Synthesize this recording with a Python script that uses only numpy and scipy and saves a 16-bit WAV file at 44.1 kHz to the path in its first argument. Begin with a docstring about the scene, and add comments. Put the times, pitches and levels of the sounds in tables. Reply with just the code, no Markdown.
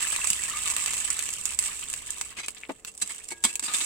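"""Hot oil and green chillies sizzle in a metal pan as water is poured in from a bottle, heard in stereo
close to the pan in a small kitchen. Droplets burst in a dense crackle and bubbles ring in the liquid;
the sizzle thins out to single pops. Then a steel spatula scrapes and bumps through the pan, and the
liquid flares up again on the hot metal. Behind it lie a short tail off the walls and quiet room tone."""
import sys
import numpy as np
from scipy import signal
from scipy.fft import rfft, irfft, next_fast_len
from scipy.io import wavfile

SR = 44100
rng = np.random.default_rng(int(sys.argv[2]) if len(sys.argv) > 2 else 0)


def dump_mix(stems):
    """Bounce the given channels to the path in sys.argv[1] as a 16-bit WAV at rate SR."""
    frames = np.atleast_2d(stems).T  # one column per channel
    limited = np.clip(frames, -1, 1)  # hard clip at full scale
    pcm = np.round(limited * 32767).astype(np.int16)
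    wavfile.write(sys.argv[1], SR, pcm)


N = 169785
T = np.arange(N) / SR

# The bright crack of a bursting droplet. Each row: frequency in Hz, relative level in dB.
CRACK_SPECTRUM = [(900, -40), (2700, -16), (4400, -15.5), (5800, -10.5), (6800, -5.5), (7350, 0),
                  (7750, 4.5), (8300, 0.5), (9200, -5), (10300, -16.5), (12000, -21), (13000, -18),
                  (16000, -29.5)]
# The lower body of bursts and bubbles. Each row: frequency in Hz, relative level in dB.
BODY_SPECTRUM = [(150, -13.5), (400, -9), (680, -10), (1050, -1.5), (1450, -5), (2000, 0), (2700, 4.5),
                 (3300, -0.5), (4300, -2), (7000, -13.5), (16000, -14)]
BURSTS_PER_S, BURST_SPREAD_DB = 620, 4.5   # the crackle at its densest
SIZE_LIMIT = 3.08   # largest burst or bubble, in units of its spread


def sizzle(droplets, bubbling):
    """Tiny bursts merge into hiss; larger ones crackle in clusters and thin out as the frying dies."""
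    density = (droplets / droplets.max()) ** .49
    crackle = rms_one(bursts(BURSTS_PER_S * density, BURST_SPREAD_DB) / np.sqrt(density))
    crackle *= from_db(1.6 * drift(corner_hz=21))   # clusters
    hiss, simmer = from_db(-6) * np.sqrt(density), from_db(-11)
    crack = droplets * np.hypot(hiss, from_db(-2) * crackle)
    body = bubbling * np.hypot(simmer, from_db(-8.5) * crackle)
    return colour(crack * noise(), CRACK_SPECTRUM) + colour(body * noise(), BODY_SPECTRUM)


def pops():
    """A drop explodes in a millisecond; its spray crackles for a moment after."""
    # Single loud spits, and at 3.438 s the sharp crack of the spatula striking the pan. Each row: start in
    # seconds, relative level in dB, body offset in dB.
    spits = [(0.1619, -12.5, -1), (0.243, -12.5, -4.5), (0.2718, -8.5, -6), (0.3024, -5, -7.5),
             (0.3312, -12, -4), (0.4359, -12, -12), (0.657, -15, -6.5), (0.685, -33, -8), (0.7646, -10, -4),
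             (0.86, -10.5, -6), (0.9343, -16.5, -1), (1.0062, -18, -18), (1.1029, -8.5, -30),
             (1.1912, -11.5, -9.5), (1.2893, -17.5, -1.5), (1.3362, -17, -31), (1.4546, -8.5, -12),
             (1.5891, -4, -10.5), (1.8996, -17.5, -10.5), (1.929, -18, -13), (1.9375, -15, -3),
             (2.1048, -13.5, -37), (2.2117, -13, -3.5), (2.461, -24, -15), (2.483, -15, -1.5),
             (2.505, -27, -28.5), (2.848, -24.5, 3.5), (2.9768, -26, -23), (3, -31, -28),
             (3.2871, -21, -25), (3.4384, -8, -13), (3.5549, -12.5, -7), (3.5947, -13.5, -8)]
    out, spray, t = np.zeros((2, N + SR)), np.zeros(N), T[:SR // 20]
    shape = swell(t, rise_s=.00074)
    spray_db, spray_decay_s = -45.5, .045
    for s, db, body_db in spits:
        start = int(s * SR)
        for spectrum, part_db in ((CRACK_SPECTRUM, -6), (BODY_SPECTRUM, body_db - 9)):
            burst = rms_one(colour(shape * rng.standard_normal((2, len(t))), spectrum))
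            out[:, start:start + len(t)] += from_db(db + part_db) * rms(shape) * burst
        spray += from_db(db + spray_db) * (T > s) * np.exp(-np.abs(T - s) / spray_decay_s)
    crackle = bursts(BURSTS_PER_S, BURST_SPREAD_DB) * noise()
    return out[:, :N] + colour(spray * crackle, CRACK_SPECTRUM)


def bubbles(bubbling):
    """A dense swarm of small bubbles, each ringing for a few milliseconds at its own rising pitch."""
    per_s, spread_db, cycles_to_fade = 750, 4.6, 32
    low_hz, high_hz, glide_per_s = 980, 3870, 5.5
    when, pitch, size, place = rng.random((int(per_s * N / SR), 4)).T[:, :, None]
    t = T[:SR // 50]
    hz = low_hz * (high_hz / low_hz) ** pitch
    size_db = spread_db * np.minimum(-np.log(1 - size), SIZE_LIMIT)
    rings = hz * from_db(size_db - 60 * t * hz / cycles_to_fade) * chirp(t, hz, glide_per_s)
    samples = ((when * N).astype(int) + np.arange(len(t))).ravel()
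    mid_side = np.cos(2 * np.pi * place), np.sin(2 * np.pi * place)
    swarm = np.array([np.bincount(samples, (rings * share).ravel(), N)[:N] for share in mid_side])
    return from_db(-2) * bubbling * rms_one(colour(swarm, BODY_SPECTRUM))


def gurgles():
    """Gain curve of the extra bubbling while the water wells up."""
    # Short surges of water. Each row: start in seconds, level in dB.
    surges = [(.655, -37.5), (0.767, -33.5), (0.867, -32.5), (1.272, -40.5), (1.513, -40), (1.672, -47),
              (1.818, -38), (2.085, -44.5), (2.307, -44.5)]
    return sum(from_db(db) * swell(T - s, rise_s=.0084) for s, db in surges)


def plops_and_clicks():
    """Large bubbles plop a little left of centre; the last two rows are short, dull clicks."""
    # Each row: start in seconds, level in dB, starting pitch in Hz, rise time in seconds.
    events = [(0.188, -29.5, 1070, 0.0011), (0.216, -24.5, 2660, 0.0012), (0.245, -31.5, 1170, 0.0017),
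              (0.307, -40, 150, 0.0032), (0.393, -31.5, 1900, 0.0016), (0.486, -34, 1830, 0.0048),
              (0.508, -37.5, 1270, .003), (0.535, -32, 1166, 0.0032), (0.556, -36.5, 1193, 0.0086),
              (0.656, -36, 1180, 0.0032), (2.6348, -24.5, 2350, 0.00045), (2.652, -31, 2750, 0.00017)]
    out = np.zeros(N)
    for s, db, hz, rise_s in events:
        t = np.clip(T - s, 0, 1)
        out += from_db(db) * swell(t, rise_s) * chirp(t, hz, glide_per_s=1.6)
    return out * from_db([[2], [-2]])


def spatula_strokes():
    """The blade slips in tiny jerks: it grates, rings the pan and drags liquid on to the hot metal."""
    # Each row: start and length in seconds, scrape and sizzle levels in dB, grating pitch in Hz.
    strokes = [(2.363, 0.028, -43, -46.5, 2490), (2.382, 0.019, -37.5, -42, 2180),
               (2.428, 0.019, -41, -48, 2510), (2.561, 0.0097, -47.5, -69, 3340),
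               (2.863, 0.024, -48.5, -41, 2720), (3.014, 0.0068, -30.5, -24, 3990),
               (3.091, 0.021, -42.5, -43, 2140), (3.301, 0.024, -44, -38, 2200),
               (3.437, 0.016, -27, -22.5, 3300), (3.464, 0.04, -44.5, -40, 2600),
               (3.622, 0.047, -41, -34, 4790), (3.674, 0.044, -43, -46, 1245),
               (3.675, 0.011, -40, -44, 3910), (3.718, 0.13, -45.5, -39.5, 2570),
               (3.735, 0.015, -33, -30.5, 3430), (3.802, 0.018, -33.5, -34, 3730)]
    # Resonances of the scraped pan. Each row: frequency in Hz, relative level in dB.
    pan_modes = [(1250, -3), (1880, -2), (2280, 0), (2570, -0.5), (3340, 1.5), (3620, -0.5), (3990, 5),
                 (4820, 4), (6130, 4)]
    rise_s, fall_s, mode_wander_db = .0066, .0063, 13.5
    scrape, flare, grate = np.zeros(N), np.zeros(N), np.zeros((2, N))
    slips = bursts(per_s=980, spread_db=3, rise_s=.0016)
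    jerks = slips * noise()
    for s, length, scrape_db, flare_db, hz in strokes:
        shape = np.clip((T - s) / rise_s, 0, 1) * np.exp(-np.clip(T - s - length, 0, 1) / fall_s)
        force = from_db(scrape_db) * shape
        grate += rms(force) * rms_one(ring(force * jerks, hz, t60=.04))
        scrape += force
        flare += from_db(flare_db) * shape
    friction = scrape * slips * noise()
    ringing = np.zeros((2, N))
    for hz, db in pan_modes:
        wander_db = mode_wander_db * np.tanh(drift(corner_hz=10.4))
        ringing += from_db(db + wander_db) * ring(friction, hz, t60=.068)
    metal = from_db(-5.5) * friction.std() * rms_one(ringing) + from_db(-1.5) * grate
    # The rasp of steel on the pan. Each row: frequency in Hz, relative level in dB.
    rasp_spectrum = [(100, -17), (300, -6.5), (620, -13), (1100, -3.5), (1500, -5.5), (2500, 1.5),
                     (3500, -2), (5000, -4.5), (9000, -33), (16000, -47)]
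    rasp = from_db(-3.5) * colour(friction, rasp_spectrum)
    return metal + rasp + colour(flare * slips * noise(), CRACK_SPECTRUM)


def pan_thuds():
    """Soft low thuds in the pan, each with a dull rattle: spatula knocks and one slosh of liquid."""
    # Each row: start in seconds, level in dB, thud pitch in Hz, rattle against thud in dB.
    thuds = [(2.6915, -30.5, 325, -2), (3.024, -48.5, 198, -4), (3.315, -42.5, 368, -3),
             (3.445, -34, 233, -10.5), (3.625, -44, 294, -8)]
    # The dull rattle. Each row: frequency in Hz, relative level in dB.
    rattle_spectrum = [(60, -39), (170, -13), (320, -1), (520, -8), (950, -6.5), (1400, -22), (2100, -15),
                       (4000, -28.5), (16000, -48)]
    thud, rattle = np.zeros(N), np.zeros(N)
    for s, db, hz, rattle_db in thuds:
        shape = from_db(db) * swell(T - s, rise_s=.0054)
        phase = 2 * np.pi * hz * (T - s)
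        thud += shape * (np.sin(phase) + from_db(-15) * np.sin(2.3 * phase))
        rattle += from_db(rattle_db) * shape
    return thud + colour(rattle * noise(), rattle_spectrum)


def spatula_ring():
    """The steel blade rings on faintly after a tap."""
    # Taps on the blade. Each row: time in seconds, strength in dB.
    taps = [(3.314, -62.5), (3.449, -61.5)]
    # Its resonances. Each row: frequency in Hz, gain in dB, seconds to fall by 60 dB.
    blade_modes = [(340, 5, 0.81), (940, -3, 1.1), (1650, 9.5, 1.1), (2230, 27.5, 0.088), (4340, 25, .045)]
    impulses = np.zeros(N)
    for s, db in taps:
        impulses[int(s * SR)] = from_db(db)
    return sum(from_db(db) * ring(impulses, hz, t60) for hz, db, t60 in blade_modes)


def kitchen_walls(x):
    """Hard walls close by send a short diffuse tail back to the microphone."""
    t, t60 = T[:SR // 2], .064
    tail = rng.standard_normal((2, len(t))) * from_db(-60 * t / t60) * (t > .002)
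    tail /= np.sqrt(np.sum(tail ** 2, axis=1, keepdims=True))
    return from_db(-5.5) * signal.fftconvolve(x, tail, axes=1)[:, :N]


def room_tone():
    """Behind the pan: a low rumble with mains hum, the room's steady noise and a faint thin whine."""
    # The rumble and the steady noise. Each row: frequency in Hz, relative level in dB.
    rumble_spectrum = [(25, -1), (65, 2), (120, -4), (170, -6), (300, -9), (700, -25), (1500, -37)]
    steady_spectrum = [(40, -18.5), (200, 2), (450, 1), (700, -1.5), (3000, -23.5)]
    # Rumble and hum sink together. Each row: time in seconds, level in dB.
    rumble_levels = [(0, -57.5), (2.1, -59.5), (2.7, -69.5), (3.85, -66)]
    hum_hz, whine_hz = 62.6, 443
    rumble = colour(noise(), rumble_spectrum) + from_db(-1) * np.sin(2 * np.pi * hum_hz * T)
    steady = colour(noise(), steady_spectrum) + np.sin(2 * np.pi * whine_hz * T)
    return gain_curves(rumble_levels)[0] * rumble + from_db(-66.5) * steady


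def colour(x, spectrum):
    """Shape two unrelated signals with a causal filter of unit power and spread them in stereo."""
    # Balance at the microphone. Each row: frequency in Hz, left minus right in dB.
    balance = [(60, 0), (200, 3), (700, 0.5), (1100, -1), (1700, 4.5), (3200, 4), (4300, 1.5), (5800, -4),
               (7000, -5.5), (7700, -16), (8700, 3.5), (9700, 3), (11500, -1.5), (13000, 7), (16000, -9.5)]
    # Stereo width. Each row: frequency in Hz, correlation of left and right.
    likeness = [(60, 0.7), (300, 0.42), (1000, 0.86), (2500, 0.1), (4000, -0.12), (7500, -0.068),
                (15000, 0.2)]
    size = 2 * next_fast_len(x.shape[1] // 2 + SR // 20)
    hz = np.arange(size // 2 + 1) * SR / size
    gain = rms_one(from_db(at_hz(spectrum, hz)))
    lean = from_db(at_hz(balance, hz) * np.array([[.5], [-.5]]))
    cepstrum = irfft(np.log(gain * lean / np.sqrt(np.mean(lean ** 2, axis=0))))
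    cepstrum[:, 1:size // 2] *= 2   # fold to minimum phase, so attacks stay sharp
    cepstrum[:, size // 2 + 1:] = 0
    alike = np.clip(at_hz(likeness, hz), -1, 1)
    mid, side = rfft(x, size)
    pair = np.sqrt(1 + alike) * mid + np.sqrt(1 - alike) * side * [[1], [-1]]
    return irfft(pair * np.exp(rfft(cepstrum)))[:, :x.shape[1]]


def bursts(per_s, spread_db, rise_s=.00072):
    """Envelope of a swarm of millisecond bursts, many small and few large, at unit rms."""
    onsets = rng.random(N) < per_s / SR
    sizes = from_db(spread_db * np.minimum(rng.exponential(1, N), SIZE_LIMIT))
    power = signal.fftconvolve((onsets * sizes) ** 2, swell(T[:SR // 20], rise_s) ** 2)[:N]
    return rms_one(np.sqrt(np.abs(power)))


def ring(x, hz, t60):
    """Resonator: a unit click starts a sine of height 1 that falls 60 dB in t60 seconds."""
    r, w = from_db(-60 / (t60 * SR)), 2 * np.pi * hz / SR
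    return signal.lfilter([0, np.sin(w)], [1, -2 * r * np.cos(w), r * r], x + 1e-18)


def chirp(t, hz, glide_per_s):
    """A sine that rises from hz by glide_per_s times that pitch each second."""
    return np.sin(2 * np.pi * hz * (t + glide_per_s * t * t / 2))


def swell(t, rise_s):
    """Envelope that peaks at 1 after rise_s and dies away."""
    u = np.clip(t / rise_s, 0, 100)
    return u * np.exp(1 - u)


def drift(corner_hz):
    """Slow random wander at unit rms."""
    r = np.exp(-2 * np.pi * corner_hz / SR)
    return rms_one(signal.lfilter([1], [1, -2 * r, r * r], rng.standard_normal(N + SR))[SR:])


def noise():
    """Two unrelated white noises."""
    return rng.standard_normal((2, N))


def gain_curves(rows):
    """One gain curve for each dB column, from rows that start with a time in seconds."""
    s, *columns = np.transpose(rows)
    return [from_db(np.interp(T, s, db)) for db in columns]


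def at_hz(points, hz):
    """Read a table on a log-frequency axis."""
    f, value = np.transpose(points)
    return np.interp(np.log(hz + 1), np.log(f), value)


def from_db(db):
    """Decibels to gain."""
    return 10 ** (np.asarray(db) / 20)


def rms(x):
    """Root mean square, kept above zero."""
    return np.sqrt(np.mean(x ** 2) + 1e-20)


def rms_one(x):
    """Scale to unit rms."""
    return x / rms(x)


def scene():
    """Pan and spatula close to the microphone, with the kitchen behind them."""
    # Level of the sizzle and bubbling, with brief dips just before loud pops.
    # Each row: time in seconds, bursting droplets in dB, bubbling in dB.
    levels = [(0, -33, -34.5), (.31, -33, -41), (.45, -36, -39.5), (.62, -35.5, -38), (.85, -34, -39.5),
              (1.15, -35, -39.5), (1.31, -38.5, -45.5), (1.44, -39.5, -49.5), (1.48, -34, -40),
              (1.57, -44, -56), (1.615, -32.5, -40), (1.73, -37.5, -41), (1.8, -39, -50.5),
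              (1.88, -43, -48.5), (1.95, -42.5, -48.5), (2.16, -43, -47.5), (2.27, -42, -50.5),
              (2.35, -53.5, -55.5), (2.5, -53.5, -61.5), (2.6, -55.5, -56.5), (2.8, -57.5, -65),
              (2.95, -56, -65.5), (3.08, -41, -47.5), (3.22, -48, -55.5), (3.42, -54, -62.5),
              (3.53, -43, -48.5), (3.59, -64, -64), (3.75, -32.5, -38.5), (3.85, -35, -47)]
    droplets, bubbling = gain_curves(levels)
    bubbling = np.hypot(bubbling, gurgles())
    frying = sizzle(droplets, bubbling) + bubbles(bubbling) + plops_and_clicks() + pops()
    pan = frying + spatula_strokes() + pan_thuds() + spatula_ring()
    return pan + kitchen_walls(pan) + room_tone()


def record(dry):
    """A steep low-pass cuts the highest treble."""
    cutoff_hz = 15900
    return signal.sosfilt(signal.ellip(10, .2, 80, cutoff_hz, fs=SR, output="sos"), dry)


dry = scene()
out = record(dry)
dump_mix(out)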